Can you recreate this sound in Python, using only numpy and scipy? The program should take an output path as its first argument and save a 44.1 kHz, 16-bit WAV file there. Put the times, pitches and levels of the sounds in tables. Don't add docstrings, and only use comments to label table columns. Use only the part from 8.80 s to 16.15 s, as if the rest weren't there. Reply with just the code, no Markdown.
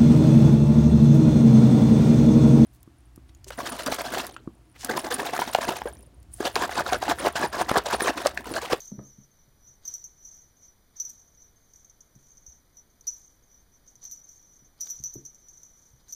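import sys
import numpy as np
from scipy import signal
from scipy.fft import rfft, irfft
from scipy.io import wavfile
from scipy.ndimage import uniform_filter1d

SR = 44100
rng = np.random.default_rng(int(sys.argv[2]) if len(sys.argv) > 2 else 0)


def generate_wav(signal):
    frames = np.transpose(np.atleast_2d(signal))
    scaled = np.clip(frames, -1, 1) * 32767
    pcm = np.round(scaled).astype(np.int16)
    wavfile.write(sys.argv[1], SR, pcm)


N = 324115

# start in seconds, relative level in dB, relative overtone level in dB.
PELLET_STRIKES = [(0.0034, -37, -51), (0.0558, -41, -59), (1.052, -43, -57), (1.0769, -29.5, -50),
                  (1.1389, -27, -48), (1.2401, -36, -59), (1.4496, -38.5, -63), (2.1662, -37, -63),
                  (2.1995, -19, -48), (2.2507, -31.5, -56), (2.2941, -32, -52), (2.6193, -51, -78),
                  (2.9353, -45, -65), (2.9577, -45, -67), (3.046, -51, -66), (3.0964, -46.5, -72),
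                  (3.206, -40, -63), (3.3528, -49, -60), (3.5708, -39.5, -66), (3.664, -39, -64),
                  (3.9699, -52, -66), (4.2095, -45.5, -59), (4.2697, -25, -45.5), (4.276, -22.5, -51),
                  (4.3182, -36, -71), (5.0758, -43.5, -75), (5.1548, -42, -61), (5.2395, -40, -54),
                  (5.2519, -31.5, -64), (5.3127, -32, -47), (5.4893, -41.5, -66), (6.0072, -24, -43),
                  (6.0127, -22, -48), (6.1005, -27, -43.5), (6.2381, -21.5, -43), (6.2593, -30, -62),
                  (6.338, -34.5, -57), (6.4519, -33, -59), (6.546, -41, -65), (6.6852, -39, -61),
                  (6.8316, -41.5, -61), (7.3242, -27, -46.5)]
# frequency in Hz, gain in dB, base T60 in seconds, share of hardness from 0 to 1.
SHELL_MODES = [(5906, 0, .12, 0), (6308, -12, .115, 0), (6120, -19, .016, 0), (6620, -18, .014, 0),
               (7150, -17, .008, .3), (13464, -2, .065, 1), (14280, -7, .055, 1)]
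# frequency in Hz, spectral gain in dB.
TICK_SPECTRUM = [(1500, -21.5), (3500, -7.5), (5400, 3), (6800, 17), (9000, 7.5), (12000, -5), (15500, -10)]
# start in seconds, end in seconds, factor on the ring time.
MUFFLED_SPANS = [(2.866, 3.6, 0.44), (4.15, 4.21, 0.28), (4.37, 4.62, 0.46), (5.04, 5.228, 0.43),
                 (6.495, 7.36, 0.55)]
# start in seconds, hold in seconds, rattle drive in dB, swish level in dB.
WAND_FLICKS = [(0, 0.024, -42.5, -55.5), (1.044, 0.1, -42, -60.5), (2.157, 0.15, -48.5, -66),
               (4.267, .05, -45, -66), (5.213, .12, -44, -73), (5.997, .17, -42, -63),
               (6.26, 0.081, -47.5, -70), (7.281, 0.044, -45, -65)]
# centre in seconds, drive in dB, Gaussian sigma in seconds.
TOY_SWINGS = [(.28, -53.5, 0.061), (.44, -58, 0.012), (.6, -65.5, .035), (.89, -54, 0.04),
              (1.51, -48.5, 0.081), (1.86, -51.5, .033), (2.61, -56, 0.049), (2.97, -59.5, 0.053),
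              (3.49, -59.5, .07), (3.72, -54, 0.037), (3.985, -48.5, 0.016), (4.745, -56.5, 0.033),
              (4.95, -64, 0.021), (5.09, -54, 0.019), (5.52, -53.5, 0.094), (5.76, -56.5, 0.057),
              (6.72, -55, 0.1), (7.0, -58.5, 0.099)]
# frequency in Hz, spectral gain in dB.
FEATHER_SPECTRUM = [(500, -0.5), (1200, -0.5), (2200, -3), (3500, 1.5), (5000, 4.5), (9000, -5),
                    (15000, -43)]
# centre in seconds, level in dB, Gaussian sigma in seconds.
FEATHER_SNAPS = [(5.245, -60, 0.019), (6.071, -54, 0.0048), (7.206, -63.5, 0.0082)]
# start in seconds, drive in dB, centre frequency in Hz, spread in octaves.
PAW_LANDINGS = [(0.116, -44, 420, 1.2), (0.119, -27, 194, 0.31), (.181, -35.5, 156, 0.93),
                (.191, -36, 760, 1.57), (.382, -43, 187, 0.44), (.675, -58, 129, 0.64),
                (0.883, -50.5, 106, 0.23), (3.357, -51, 143, 0.92), (3.681, -49, 65, .4),
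                (5.818, -57, 216, 0.74), (6.197, -46.5, 95.5, 1.14), (6.356, -34.5, 348, 0.33),
                (6.36, -41.5, 124, 0.7), (7.133, -48.5, 93, 0.47)]
# frequency in Hz, gain in dB, T60 in seconds.
FLOOR_MODES = [(62, -1, 0.37), (132.3, 1, 0.18), (207.6, -1.5, 0.18), (263.7, -6, 0.14), (350, 1.5, 0.045),
               (451.4, -8.5, 0.11), (549, -5.5, 0.037), (663, -6, 0.037), (855, 2, 0.0043),
               (1250, -9, 0.037), (1710, -8.5, 0.0088)]
# centre in seconds, frequency in Hz, peak in dB, Gaussian sigma in seconds.
SQUEAK_PIP = (4.2435, 4600, -54, .0008)
# frequency in Hz, density in dB per Hz.
NOISE_SPECTRUM = [(30, -82.5), (60, -86.5), (120, -92), (250, -97), (500, -101.5), (1000, -105.3),
                  (2000, -107.6), (3500, -109.7), (9000, -111.3), (15000, -112.5)]
# frequency in Hz, spectral gain in dB.
BUZZ_SPECTRUM = [(5000, -38), (7400, -38), (10200, 15), (12500, -13)]
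# frequency in Hz, width in Hz, depth from 0 to 1.
MIC_DIPS = [(2705, 800, 1), (5444, 400, 1), (7790, 1900, 0.89), (10850, 900, 1)]

ROOM_T60_S = 0.29


def bell_strikes(drive, gain_db=-1.24, overtone_db=6.5):
    shells, ticks = np.zeros(N + SR), np.zeros(N + SR)
    clear = [(start_s, db, top_db + overtone_db - db) for start_s, db, top_db in PELLET_STRIKES]
    for start_s, db, hard_db in clear + light_strikes(drive):
        shell = shell_ring(db, hard_db, ring_factor(start_s))
        tick = pellet_ticks(db, hard_db)
        at = round(start_s * SR)
        shells[at:at + len(shell)] += room(shell, wet_db=-10)
        ticks[at:at + len(tick)] += tick
    return from_db(gain_db) * (shells[:N] + room(colour(ticks[:N], TICK_SPECTRUM), wet_db=-9))


def shell_ring(db, hard_db, t60_factor, doppler_hz=12, scatter_db=2):
    t = seconds(SR // 3)
    hz, mode_db, t60_s, share = np.transpose(SHELL_MODES)[:, :, None]
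    hz = hz + doppler_hz * rng.standard_normal() * hz / hz[0]
    t60_s = t60_s * t60_factor * from_db(-0.04 * (db + 34))
    uneven_db = scatter_db * rng.standard_normal(hz.shape) * (hz > hz[0])
    gains = from_db(mode_db + share * hard_db + uneven_db)
    gains[1] *= from_db(-0.45 * (db + 17.5))
    modes = gains * decay(t, t60_s) * np.sin(2 * np.pi * (hz * t + rng.random(hz.shape)))
    rise_s = 0.00044 * from_db(-0.21 * (db + 29.5))
    return from_db(db) * modes.sum(0) * (1 - np.exp(-t / rise_s)) * chatter(len(t))


def chatter(size, corner_hz=220, depth=0.38):
    pole = np.exp(-2 * np.pi * corner_hz / SR)
    flutter = signal.lfilter([1], [1, -2 * pole, pole * pole], rng.standard_normal(size))
    return 1 + depth * unit_rms(flutter)


def pellet_ticks(db, hard_db, count=4, base_gap_s=0.0049, t60_s=0.0076):
    t = seconds(SR // 3)
    gaps_s = base_gap_s * rng.uniform(0.46, 1.6, count)
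    age_s = t - (np.cumsum(gaps_s) - gaps_s[0])[:, None]
    loss_db = np.arange(count) * rng.uniform(0, 36, count)
    bursts = (age_s >= 0) * decay(np.abs(age_s), t60_s) * from_db(-loss_db)[:, None]
    return from_db(db - 1 + 0.61 * hard_db) * rng.standard_normal(len(t)) * bursts.sum(0)


def light_strikes(drive, rate_per_s=9, above_drive_db=3, spread_db=1, hard_db=-16):
    starts = np.flatnonzero(rng.random(N) < rate_per_s / SR)
    db = 20 * np.log10(drive) + above_drive_db - spread_db * rng.standard_normal(N)
    return [(i / SR, db[i], hard_db) for i in starts]


def pellet_roll(drive, rate_per_s=200, spread_db=2.5, hard_db=-22, pair_db=7, tick_db=-7, gain_db=-1):
    touches = (rng.random(N) < rate_per_s / SR) * rng.choice([-1, 1], N)
    touches = touches * from_db(spread_db * rng.standard_normal(N))
    shell = np.zeros(N)
    for k, (hz, db, t60_s, share) in enumerate(SHELL_MODES):
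        gain = from_db(db + share * hard_db + pair_db * (k == 1))
        shell += gain * resonate(touches * rng.standard_normal(N), hz, t60_s)
    shell = colour(shell, [(4500, -12.5), (5800, -7.5)]) * ring_factor(seconds(N))
    roll = room(shell + from_db(tick_db) * colour(touches, TICK_SPECTRUM), wet_db=-6)
    running_rms = np.sqrt(np.maximum(uniform_filter1d(roll ** 2, size=1100), 1e-9))
    return from_db(gain_db) * drive * roll / running_rms


def pellet_drive(attack_s=0.0075, release_s=0.097, dangle_db=-73):
    flicks = [from_db(db) * flick_envelope(start_s, hold_s, attack_s, release_s)
              for start_s, hold_s, db, _ in WAND_FLICKS]
    return np.maximum(np.max(flicks, axis=0), swells(TOY_SWINGS) + from_db(dangle_db))


def ring_factor(t):
    factors = [np.where((t > start_s) & (t < end_s), factor, 1) for start_s, end_s, factor in MUFFLED_SPANS]
    return np.prod(factors, axis=0)


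def feathers(lead_s=0.025, attack_s=0.0083, release_s=0.07, grain_db=3.5):
    swishes = sum(from_db(db) * flick_envelope(start_s - lead_s, hold_s, attack_s, release_s)
                  for start_s, hold_s, _, db in WAND_FLICKS)
    grains = from_db(grain_db * unit_rms(uniform_filter1d(rng.standard_normal(N), size=60)))
    rustle = unit_rms(colour(rng.standard_normal(N) * grains, FEATHER_SPECTRUM))
    return (swishes + swells(FEATHER_SNAPS)) * rustle


def paws():
    start_s, db, centre_hz, spread_oct = np.transpose(PAW_LANDINGS)
    floor = np.zeros(N)
    for k, (hz, mode_db, t60_s) in enumerate(FLOOR_MODES):
        coupling = gaussian(np.log2(hz / centre_hz), spread_oct)
        impacts = np.zeros(N)
        impacts[np.round(start_s * SR).astype(int)] = from_db(db + mode_db) * coupling
        floor += (-1) ** k * resonate(impacts, hz, t60_s)
    return room(floor, wet_db=-7)


def squeak():
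    centre_s, hz, db, sigma_s = SQUEAK_PIP
    t = seconds(N) - centre_s
    return from_db(db) * gaussian(t, sigma_s) * np.sin(2 * np.pi * hz * t)


def background(buzz_hz=59.94, buzz_gain_db=-52):
    noise = colour(rng.standard_normal(N), NOISE_SPECTRUM) * np.sqrt(SR / 2)
    pulses = np.diff(np.floor(seconds(N) * buzz_hz + .5), prepend=0)
    return noise + from_db(buzz_gain_db) * colour(pulses, BUZZ_SPECTRUM)


def room(x, wet_db):
    t = seconds(SR // 2)
    tail = rng.standard_normal(len(t)) * decay(t, ROOM_T60_S) * (t > .005)
    return x + from_db(wet_db) * signal.fftconvolve(x, tail / np.linalg.norm(tail))[:len(x)]


def flick_envelope(start_s, hold_s, attack_s, release_s):
    t = seconds(N) - start_s
    return (1 - np.exp(-np.maximum(t, 0) / attack_s)) * np.exp(-np.maximum(t - hold_s, 0) / release_s)


def swells(rows):
    t = seconds(N)
    return sum(from_db(db) * gaussian(t - centre_s, sigma_s) for centre_s, db, sigma_s in rows)


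def resonate(clicks, hz, t60_s):
    radius, angle = decay(1 / SR, t60_s), 2 * np.pi * hz / SR
    return signal.lfilter([0, np.sin(angle)], [1, -2 * radius * np.cos(angle), radius ** 2], clicks + 1e-18)


def colour(x, spectrum):
    hz, db = np.transpose(spectrum)
    bins_hz = np.maximum(np.fft.rfftfreq(len(x), 1 / SR), 1)
    return irfft(rfft(x) * from_db(np.interp(np.log(bins_hz), np.log(hz), db)), len(x))


def decay(t, t60_s):
    return np.exp(-np.log(1000) * t / t60_s)


def gaussian(x, sigma):
    return np.exp(-.5 * (x / sigma) ** 2)


def from_db(db):
    return 10 ** (np.asarray(db) / 20)


def unit_rms(x):
    return x / np.sqrt(np.mean(x ** 2) + 1e-20)


def seconds(size):
    return np.arange(size) / SR


def scene():
    drive = pellet_drive()
    return (background() + paws() + squeak() + feathers() + pellet_roll(drive) + bell_strikes(drive))[None]


def record(dry, cutoff_hz=15350):
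    for hz, width_hz, depth in MIC_DIPS:
        notched = signal.lfilter(*signal.iirnotch(hz, hz / width_hz, fs=SR), dry)
        dry = dry + depth * (notched - dry)
    return signal.sosfilt(signal.ellip(12, .1, 80, cutoff_hz, fs=SR, output="sos"), dry)


dry = scene()
out = record(dry)
generate_wav(out)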